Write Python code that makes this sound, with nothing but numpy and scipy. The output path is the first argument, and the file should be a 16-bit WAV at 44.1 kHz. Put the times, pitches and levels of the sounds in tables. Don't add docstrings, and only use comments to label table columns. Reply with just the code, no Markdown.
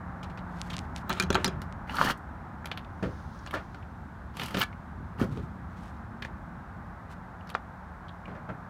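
import sys
import numpy as np
from scipy import signal
from scipy.fft import rfft, irfft
from scipy.io import wavfile
from scipy.ndimage import uniform_filter1d

SR = 44100
rng = np.random.default_rng(int(sys.argv[2]) if len(sys.argv) > 2 else 0)


def file_out(sig):
    cols = np.atleast_2d(sig).T
    lim = np.clip(cols, -1, 1)
    pcm = np.round(lim * 32767).astype(np.int16)
    wavfile.write(sys.argv[1], SR, pcm)


N = 383273
TIME = np.arange(N) / SR
AGE = np.arange(SR // 2) / SR

# time_s, rumble_db, tyre_wash_db
TRAFFIC = [(0, -41, -45), (1.1, -42, -44), (2.4, -42, -46.5), (4.2, -43.5, -49.5), (6.1, -42, -47.5),
           (7.7, -46.5, -48), (8.69, -45, -46.5)]
# middle_s, length_s, level_db
BUFFETS = [(.92, 1, -42), (1.36, 0.33, -33), (1.58, 0.38, -38.5), (5.0, 0.14, -39.5), (5.33, 0.53, -36.5)]
# frequency_hz, density_db_per_hz
AIR_COLOUR = [(15, -50), (25, -19), (37, -9), (59, 1.5), (87, 1.5), (117, -3.5), (174, -3.5), (236, -5),
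              (277, -11.5), (359, -13), (438, -17), (832, -9), (1550, -14), (2130, -26.5), (3000, -40),
              (3900, -49), (6600, -120)]
# time_s, level_db
HUM = [(0, -45), (1.3, -41), (2.5, -61), (6, -51.5), (8.69, -51)]
# middle_s, length_s, level_db
RUSTLES = [(.7, 0.58, -59), (.985, 0.094, -52), (1.17, 0.24, -53), (1.41, .2, -58.5), (5.36, 0.35, -63.5),
           (5.85, 0.48, -66), (7.12, 0.068, -54.5)]
# frequency_hz, density_db_per_hz
CLOTH_COLOUR = [(1180, -32), (2000, -5.5), (3120, -12), (3650, -12), (4820, -17.5), (5350, -18),
                (9740, -24.5), (14000, -27.5), (16000, -31)]
# middle_s, length_s, level_db
SLIDES = [(3.2, 0.74, -66), (3.6, 0.87, -71)]
# frequency_hz, density_db_per_hz
SLEEVE_COLOUR = [(2000, -14), (3300, -2.5), (5000, -3), (6400, -5.5), (7800, -18), (9600, -13),
                 (11500, -24), (15000, -21)]
# start_s, level_db, pitch_hz
TICKS = [(.39, -57, 3700), (2.847, -58, 3150), (3.39, -63, 5600), (3.8262, -58, 2420), (4.728, -52, 2260),
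         (7.409, -59, 2850), (7.543, -53, 4540), (8.0832, -56, 3370), (8.092, -54, 3320),
         (8.2561, -49, 2520)]
# start_s, level_db, starting_pitch_hz, t60_s
BUMPS = [(1.242, -37, 194, 0.069), (1.566, -36, 147, 0.092), (5.24, -30, 213, 0.08), (5.287, -33, 175, .06),
         (5.319, -31.5, 135, .11), (5.433, -37, 139, 0.096)]
# start_s, level_db, pitch_hz
SNAPS = [(0.6157, -38.5, 4630), (0.7671, -41, 4370), (0.7822, -44.5, 2520), (0.7909, -41.5, 3880),
         (.9629, -41.5, 3980), (1.1291, -40, 3600), (1.1358, -50, 5500), (1.7254, -53.5, 2560)]
# start_s, knock_db, pitch_hz, t60_s
PEBBLES = [(1.944, -34.5, 1300, 0.016), (1.9852, -28.5, 1430, 0.007), (1.9912, -26.5, 1285, 0.012),
           (2.0135, -19, 1180, 0.005), (2.0257, -29, 1145, .02), (2.058, -36, 1720, .02),
           (2.072, -31, 1800, 0.024), (2.0989, -29, 1390, 0.0045), (2.6452, -43, 1540, 0.0047),
           (6.2496, -38.5, 1760, 0.0064), (7.5505, -25.5, 1280, 0.0034)]
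# start_s, crush_db, pitch_hz, hiss_db
GRIT = [(0.7388, -44, 3320, -67), (1.6174, -48, 4380, -53.5), (1.8953, -41.5, 2390, -86),
        (1.955, -59, 4500, -50), (1.9675, -40.5, 3250, -53), (2.175, -80, 8900, -65),
        (2.6562, -41, 3130, -49), (2.7147, -36, 2930, -66), (2.7737, -42.5, 3120, -57),
        (3.4618, -49.5, 6060, -75), (3.473, -47.5, 3170, -63), (3.509, -47, 2830, -57),
        (4.3687, -44.5, 2840, -51.5), (4.3967, -39, 2750, -53), (4.4167, -40.5, 2710, -62),
        (4.4327, -44, 3080, -49), (4.4589, -53, 3600, -48.5), (4.482, -50, 2600, -55),
        (4.5075, -51, 2200, -56), (6.223, -44, 2550, -71), (7.4722, -57.5, 4500, -71),
        (7.492, -53, 4500, -65), (7.5003, -49, 2980, -55.5)]
# start_s, build_up_s, hold_s, lift_s, scrape_db, grit_hiss_db, catch_db, catch_hz
SCUFFS = [(1.874, 0.14, 0.1, 0.04, -34, -38, -31.5, 1320),
          (3.525, 0.014, 0.011, 0.027, -41, -45.5, -31.5, 1340),
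          (4.336, 0.074, 0.05, 0.19, -39.5, -45.5, -50.5, 2230),
          (4.46, 0.037, .04, .05, -45, -62, -51, 1300), (4.518, 0.074, 0.04, 0.028, -36.5, -37, -39, 1900),
          (5.176, 0.022, 0.029, 0.091, -33, -46.5, -40.5, 1240)]
# frequency_hz, density_db_per_hz
SCUFF_COLOUR = [(53, -37), (90, 1), (196, 4), (419, -12), (676, -11.5), (1270, -9.5), (1750, -18),
                (2090, -28), (3010, -15), (3590, -27), (4360, -24.5), (7660, -37.5), (15000, -38.5),
                (16000, -43)]
# frequency_hz, relative_level_db, t60_s
SCRAPE_RING = [(1490, 1, .05), (1716, -3, 0.089), (2280, 1, 0.032), (2944, 5, 0.017), (4520, -5, 0.021),
               (5590, -17, 0.018)]
# start_s, level_db
JUDDER = [(4.6074, -32), (4.6137, -26.5), (4.6178, -26), (4.6208, -37), (4.628, -32.5), (4.6362, -32)]
# start_s, sole_slap_db, thud_db, crunch_db, toe_relative_to_heel_db, toe_lag_s,
# starting_thud_pitch_hz, load_t60_s
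STEPS = [(.23, -49, -44, -47.5, -10.5, 0.068, 151, 0.086), (.374, -44.5, -60, -53, -15, .015, 167, 0.069),
         (.699, -63, -44, -41, -3, 0.031, 185, 0.1), (3.0253, -38.5, -26.5, -47.5, -12, 0.03, 199.4, 0.16),
         (3.538, -32.5, -40, -48, -2, 0.016, 330, 0.16), (3.745, -46.5, -47, -56, -17, .029, 217, 0.057),
         (4.543, -33.5, -29.5, -36, -1, 0.026, 209, 0.079),
         (5.2135, -39, -21.5, -47, -9.5, 0.022, 263, 0.085),
         (5.372, -52, -38.5, -55.5, -5, 0.022, 470, 0.068),
         (6.221, -55, -42.5, -43.5, -5, 0.027, 192, 0.07), (8.278, -44.5, -40.5, -64, -2, 0.07, 195, 0.24),
         (8.489, -38.5, -34.5, -63.5, -16, 0.021, 200, 0.12)]
# frequency_hz, density_db_per_hz
STEP_COLOUR = [(60, 3), (115, 11.5), (160, 1.5), (270, 3.5), (420, 0), (580, 0), (800, -10), (1350, -4.5),
               (2000, -14), (3000, -22), (5000, -35.5), (9000, -47.5), (16000, -59)]
# middle_s, length_s, level_db, pitch_hz
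SQUEAKS = [(1.0948, .006, -34, 14700), (1.347, 0.0075, -28.5, 4100), (1.465, 0.016, -32, 5150),
           (4.598, .026, -38, 14600), (4.619, .014, -38, 13300)]
# middle_s, length_s, level_db
RUBS = [(1.115, 0.061, -34), (1.18, 0.057, -41), (1.415, 0.069, -58)]
# start_s, steel_db, door_skin_db, door_cavity_db, strongest_steel_hz,
# starting_boom_pitch_hz, rattle_t60_s
LATCH = [(1.0953, -38, -33.5, -30, 2630, 220, 0.13), (1.103, -40.5, -28.5, -35.5, 2630, 240, 0.3),
         (1.199, -24, -36.5, -30.5, 1900, 194, 0.021), (1.2084, -41, -34, -35.5, 2360, 211, 0.053),
         (1.2244, -35, -39.5, -41, 2180, 150, .032), (1.2354, -40.5, -53, -34, 3870, 190, 0.012),
         (1.3034, -33, -28.5, -23.5, 6000, 388, 0.014), (1.328, -37, -40, -39, 3180, 131, .045),
         (1.346, -35, -36, -28, 3920, 150, 0.047), (1.3527, -30, -22, -31, 2980, 710, 0.031),
         (1.377, -59, -57, -31, 2610, 438, .031), (1.4449, -25.5, -30, -34, 5600, 260, 0.033),
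         (1.4564, -37, -35, -31, 3500, 203, 0.078), (1.478, -37, -40, -33.5, 2320, 187, 0.032)]
# frequency_hz, relative_level_db, t60_s
STEEL = [(1572, 3.5, 0.096), (2410, 3, 0.039), (3294, 4.5, .04), (4030, 6.5, 0.041), (4370, 3.5, 0.023),
         (5190, -7, 0.028), (5940, 1, 0.023), (6470, 9, 0.013), (6900, 5, .02), (8700, -2, .02)]
# frequency_hz, relative_level_db, t60_s
DOOR = [(184.6, 5.5, 0.12), (272, 0, 0.065), (366, -1, 0.31), (531, -2.5, 0.2), (614, 0, 0.17),
        (780, 0.5, 0.072), (937, 5.5, .07), (1160, -4, 0.044), (1315, 11, 0.035), (1540, 2, 0.054)]
# frequency_hz, density_db_per_hz
LATCH_COLOUR = [(35, -52), (60, 1), (184, -5), (262, -20.5), (371, -0.5), (448, -7), (924, -16),
                (1140, -8.5), (1310, -10.5), (2050, -18), (3850, -14.5), (4750, -24), (8920, -29),
                (16000, -43.5)]
# delay_s, level_db
MIRRORS = [(.0029, -31), (.0047, -30)]

HUM_HZ = 177.3
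HISS_DB = -69.5
SLEEVE_LAG_S, SLEEVE_DRIFT_S_PER_S, SLEEVE_ECHO_DB = .0014, 0.00061, -15
GRIT_T60_S, GRIT_KNOCK_DB = 0.024, 3
CATCH_RATE, CATCH_SPREAD_OCTAVES, CATCH_T60_S = 450, 0.33, 0.0096
SCRAPE_BUILD_DB, HISS_BUILD_DB = 19, 23.5
LIFT_DB = 44
THUD_SAG = 0.17
FIRST_SHARE = 0.7
BOOM_T60_S, BOOM_SAG = 0.075, 0.03
TOP_HZ = 16000


def amp(db):
    return 10 ** (np.asarray(db) / 20)


def unit(x):
    return x / np.sqrt(np.mean(x ** 2))


def hit(x, db, size=441):
    loudest = np.sqrt(uniform_filter1d(x ** 2, size, mode="constant").max())
    return x * amp(db) / loudest


def add(out, s, x):
    i = max(int(s * SR), 0)
    out[i:i + len(x)] += x[:N - i]


def band(x, lo_hz, hi_hz, order=3):
    edges = [lo_hz, min(hi_hz, SR / 2 - 1000)]
    return signal.sosfilt(signal.butter(order, edges, "band", fs=SR, output="sos"), x)


def colour(x, points, size=4096):
    hz, db = np.transpose(points)
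    bins_hz = np.arange(size // 2 + 1) * SR / size
    gain = amp(np.interp(np.log(bins_hz + 1), np.log(hz), db))
    cepstrum = irfft(np.log(gain))[:size // 2]
    cepstrum[1:] *= 2
    response = irfft(np.exp(rfft(cepstrum, size)))
    return signal.fftconvolve(x, response)[:len(x)]


def fade(t60):
    return np.exp(-np.log(1000) * AGE / max(t60, 1e-3))


def walk(rate):
    knots = rng.standard_normal(1000)
    return np.interp(TIME * rate, np.arange(len(knots)), knots)


def swells(table):
    gain = 0
    for middle, length, db in table:
        gain = gain + amp(db) * np.cos(np.pi * np.clip((TIME - middle) / length, -.5, .5)) ** 2
    return gain


def grains(count, spread_db):
    sizes_db = spread_db * np.repeat(rng.standard_normal(count // 16 + 1), 16)[:count]
    return unit(rng.standard_normal(count) * amp(sizes_db))


def contact(first_t60, tail_t60, share):
    share = np.clip(share, .02, .98)
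    first = unit(grains(len(AGE), 1.2) * fade(first_t60))
    tail = unit(grains(len(AGE), 1.2) * fade(tail_t60))
    return np.sqrt(share) * first + np.sqrt(1 - share) * tail


def ring(push, modes, scatter_db=2, detune=0.013):
    response = np.zeros(len(AGE))
    for hz, db, t60 in modes:
        weight = amp(db + scatter_db * rng.standard_normal()) * rng.choice([-1, 1])
        bent_hz = hz * (1 + detune * rng.standard_normal())
        response += weight * fade(t60) * np.sin(2 * np.pi * bent_hz * AGE)
    return signal.fftconvolve(push, response)[:len(push)]


def favour(modes, struck_hz, slope_db):
    return [(hz, db - slope_db * abs(np.log2(hz / struck_hz)), t60) for hz, db, t60 in modes]


def boom(hz, t60, sag):
    pitch = hz * (1 - sag * (1 - fade(t60)))
    return np.sin(2 * np.pi * np.cumsum(pitch) / SR) * fade(t60)


def surroundings():
    s, *columns = np.transpose(TRAFFIC)
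    rumble_db, wash_db = (np.interp(TIME, s, c) for c in columns)
    far = colour(rng.standard_normal(N), AIR_COLOUR)
    rumble_gain = np.hypot(amp(rumble_db + .5 * walk(12.0)), swells(BUFFETS))
    rumble = unit(band(far, 29.0, 418)) * rumble_gain
    wash = unit(band(far, 349, 2330)) * amp(wash_db + 0.15 * walk(3.32))
    hum_db = np.interp(TIME, *np.transpose(HUM)) + 3 * walk(6.6)
    hum_pitch = HUM_HZ * (1 + 0.0356 * walk(18))
    hum = amp(hum_db) * np.sin(2 * np.pi * np.cumsum(hum_pitch) / SR)
    return rumble + wash + hum


def clothing():
    rubbing = grains(N, 5) * amp(3.5 * walk(40))
    rustle = unit(band(colour(rubbing, CLOTH_COLOUR), 2200, 12000, order=1))
    hiss = unit(colour(rng.standard_normal(N), CLOTH_COLOUR))
    return rustle * swells(RUSTLES) + hiss * amp(HISS_DB)


def sleeve():
    hiss = colour(rng.standard_normal(N), SLEEVE_COLOUR)
    lag = SLEEVE_LAG_S + SLEEVE_DRIFT_S_PER_S * (TIME - SLIDES[0][0])
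    reflection = amp(SLEEVE_ECHO_DB) * np.interp(TIME - lag, TIME, hiss)
    return unit(hiss + reflection) * swells(SLIDES) * amp(2.1 * walk(21.16))


def ticks():
    out = np.zeros(N)
    for s, db, hz in TICKS:
        tick = band(contact(0.0094, 0.029, 0.33), hz / 1.3, hz * 1.11, order=2)
        add(out, s, hit(tick, db))
    return out


def bumps():
    out = np.zeros(N)
    for s, db, hz, t60 in BUMPS:
        bump = boom(hz, t60, THUD_SAG) * (1 - fade(.02))
        add(out, s, hit(bump, db))
    return out


def snaps():
    out, pulse = np.zeros(N), signal.unit_impulse(len(AGE))
    for s, db, hz in SNAPS:
        crack = band(band(pulse, hz / 2.0, hz * 1.23, order=1), 1400, 9400, order=3)
        add(out, s, hit(crack, db))
    return out


def pebbles():
    out = np.zeros(N)
    for s, db, hz, t60 in PEBBLES:
        knock = np.sin(2 * np.pi * hz * AGE) * (1 - fade(t60)) * fade(t60)
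        rattle = band(contact(0.0095, 0.035, 0.64), 560, 1500, order=2)
        add(out, s, hit(knock, db))
        add(out, s + .0019, amp(-8) * hit(rattle, db))
    return out


def grit():
    out = np.zeros(N)
    for s, db, hz, hiss_db in GRIT:
        crack = grains(len(AGE), 3) * fade(GRIT_T60_S) * (1 - fade(GRIT_T60_S / 5))
        breaks = np.zeros(len(AGE))
        for k, (late, force) in enumerate(rng.uniform(size=(3, 2))):
            add(breaks, .0003 + (k + late / 2) * .0011, [(-1) ** k * amp(-6 * force)])
        crumbs = grains(len(AGE), 5) * fade(4 * GRIT_T60_S)
        crush = unit(crack) + amp(3) * unit(breaks) + amp(-0.5) * unit(crumbs)
        sole = ring(crush, favour(SCRAPE_RING, hz, 7))
        body = unit(band(crush, hz / 2, hz * 1.2, order=3)) + amp(-4) * unit(sole)
        hiss = band(crush, 5000, 13000)
        knock = band(crush, 610, 2040, order=2)
        add(out, s, hit(body, db) + hit(hiss, hiss_db) + hit(knock, db + GRIT_KNOCK_DB))
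    return out


def catches(hz, count=260, size=1500):
    out, age = np.zeros(N), AGE[:size]
    decay = np.exp(-np.log(1000) * age / CATCH_T60_S)
    for k, (late, pitch, force) in enumerate(rng.standard_normal((count, 3))):
        stone_hz = hz * 2 ** (CATCH_SPREAD_OCTAVES * pitch)
        knock = np.sin(2 * np.pi * stone_hz * age) * decay
        add(out, (k + late / 2) / CATCH_RATE, amp(2.5 * force) * knock)
    return unit(out[:len(AGE)])


def scuffs():
    out = np.zeros(N)
    for s, build, hold, lift_s, scrape_db, hiss_db, catch_db, catch_hz in SCUFFS:
        unloaded = np.maximum(1 - AGE / build, 0)
        lift = amp(-LIFT_DB * np.maximum(AGE - build - hold, 0) / lift_s)
        grip = amp(2.2 * walk(120)[:len(AGE)])
        slips = grains(len(AGE), 3.5) * grip
        rough = colour(slips, SCUFF_COLOUR)
        scrape = unit(band(rough, 112, 3540)) + amp(-17.5) * unit(ring(slips, SCRAPE_RING))
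        hiss = unit(band(rough, 2820, 15000))
        body = scrape * amp(scrape_db) + catches(catch_hz) * amp(catch_db)
        loaded_body = body * amp(-SCRAPE_BUILD_DB * unloaded)
        loaded_hiss = hiss * amp(hiss_db - HISS_BUILD_DB * unloaded)
        add(out, s, lift * (loaded_body + loaded_hiss))
    return out


def judder():
    out = np.zeros(N)
    for s, db in JUDDER:
        slip = contact(0.0034, 0.018, 0.65)
        rasp = unit(band(colour(slip, SCUFF_COLOUR), 1230, 11000, order=2))
        sole = unit(ring(slip, SCRAPE_RING))
        add(out, s, hit(rasp + amp(2) * sole, db))
    return out


def steps():
    out = np.zeros(N)
    for s, sole_db, thud_db, crunch_db, toe_db, toe_lag, thud_hz, t60 in STEPS:
        for lag, weight in ((0, 1), (toe_lag, amp(toe_db))):
            load = (1 - fade(0.0029)) * fade(t60)
            tread = colour(grains(len(AGE), 4.5) * load, STEP_COLOUR)
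            dull_noise = rng.standard_normal(len(AGE)) * fade(1.9 * t60)
            shake = band(colour(dull_noise, STEP_COLOUR), 74, 730, order=2)
            resonance = boom(thud_hz, 1.24 * t60, THUD_SAG) * (1 - fade(0.0057))
            thud = hit(unit(shake) + amp(0.7) * unit(resonance), thud_db)
            slap = hit(band(tread, 536, 2300), sole_db)
            crunch = hit(band(tread, 3350, 21050), crunch_db)
            add(out, s + lag, weight * (thud + slap + crunch))
    return out


def squeaks():
    out = np.zeros(N)
    for middle, length, db, hz in SQUEAKS:
        tone = unit(band(rng.standard_normal(N), hz / 1.05, hz * 1.05, order=2))
        out += swells([(middle, length, db)]) * tone
    return out


def handle():
    slips = grains(N, 4.5)
    rough = unit(band(colour(slips, LATCH_COLOUR), 600, 3800))
    ringing = unit(band(ring(slips, DOOR + STEEL), 600, 3500, order=2))
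    return unit(rough + amp(-10) * ringing) * swells(RUBS)


def door():
    out = np.zeros(N)
    for s, steel_db, skin_db, cavity_db, steel_hz, boom_hz, t60 in LATCH:
        push = contact(0.012, t60, FIRST_SHARE)
        snap = unit(band(colour(push, LATCH_COLOUR), 1600, 17000))
        steel = snap + amp(-1) * unit(ring(push, favour(STEEL, steel_hz, 6)))
        shake = colour(contact(0.011, 0.28, FIRST_SHARE), LATCH_COLOUR)
        skin_ring = unit(band(ring(push, DOOR), 580, 2200))
        skin = unit(band(shake, 700, 2600)) + amp(-2) * skin_ring
        shove = ring(fade(0.0027), favour(DOOR, boom_hz, 7.6))
        cavity = unit(band(shake, 67, 560, order=2))
        cavity += amp(5) * unit(band(shove, 55, 900, order=2))
        cavity += amp(1.5) * unit(boom(boom_hz, BOOM_T60_S, BOOM_SAG))
        add(out, s, hit(steel, steel_db) + hit(skin, skin_db) + hit(cavity, cavity_db))
    return out


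def mirrored(x):
    out, bright = x.copy(), band(x, 1400, 13000, order=1)
    for delay, db in MIRRORS:
        add(out, delay, amp(db) * bright)
    return out


def scene():
    near = mirrored(door() + steps() + scuffs() + judder())
    near += handle() + squeaks() + grit() + ticks() + pebbles() + bumps()
    scatter = rng.standard_normal(len(AGE)) * fade(0.13) * (1 - fade(0.0082))
    yard = band(scatter, 102, 5940, order=1)
    echo = signal.fftconvolve(near, yard / np.linalg.norm(yard))[:N]
    return (near + amp(-16.5) * echo + snaps() + clothing() + sleeve() + surroundings())[None]


def record(dry):
    return signal.sosfilt(signal.ellip(10, .2, 80, TOP_HZ, fs=SR, output="sos"), dry)


dry = scene()
out = record(dry)
file_out(out)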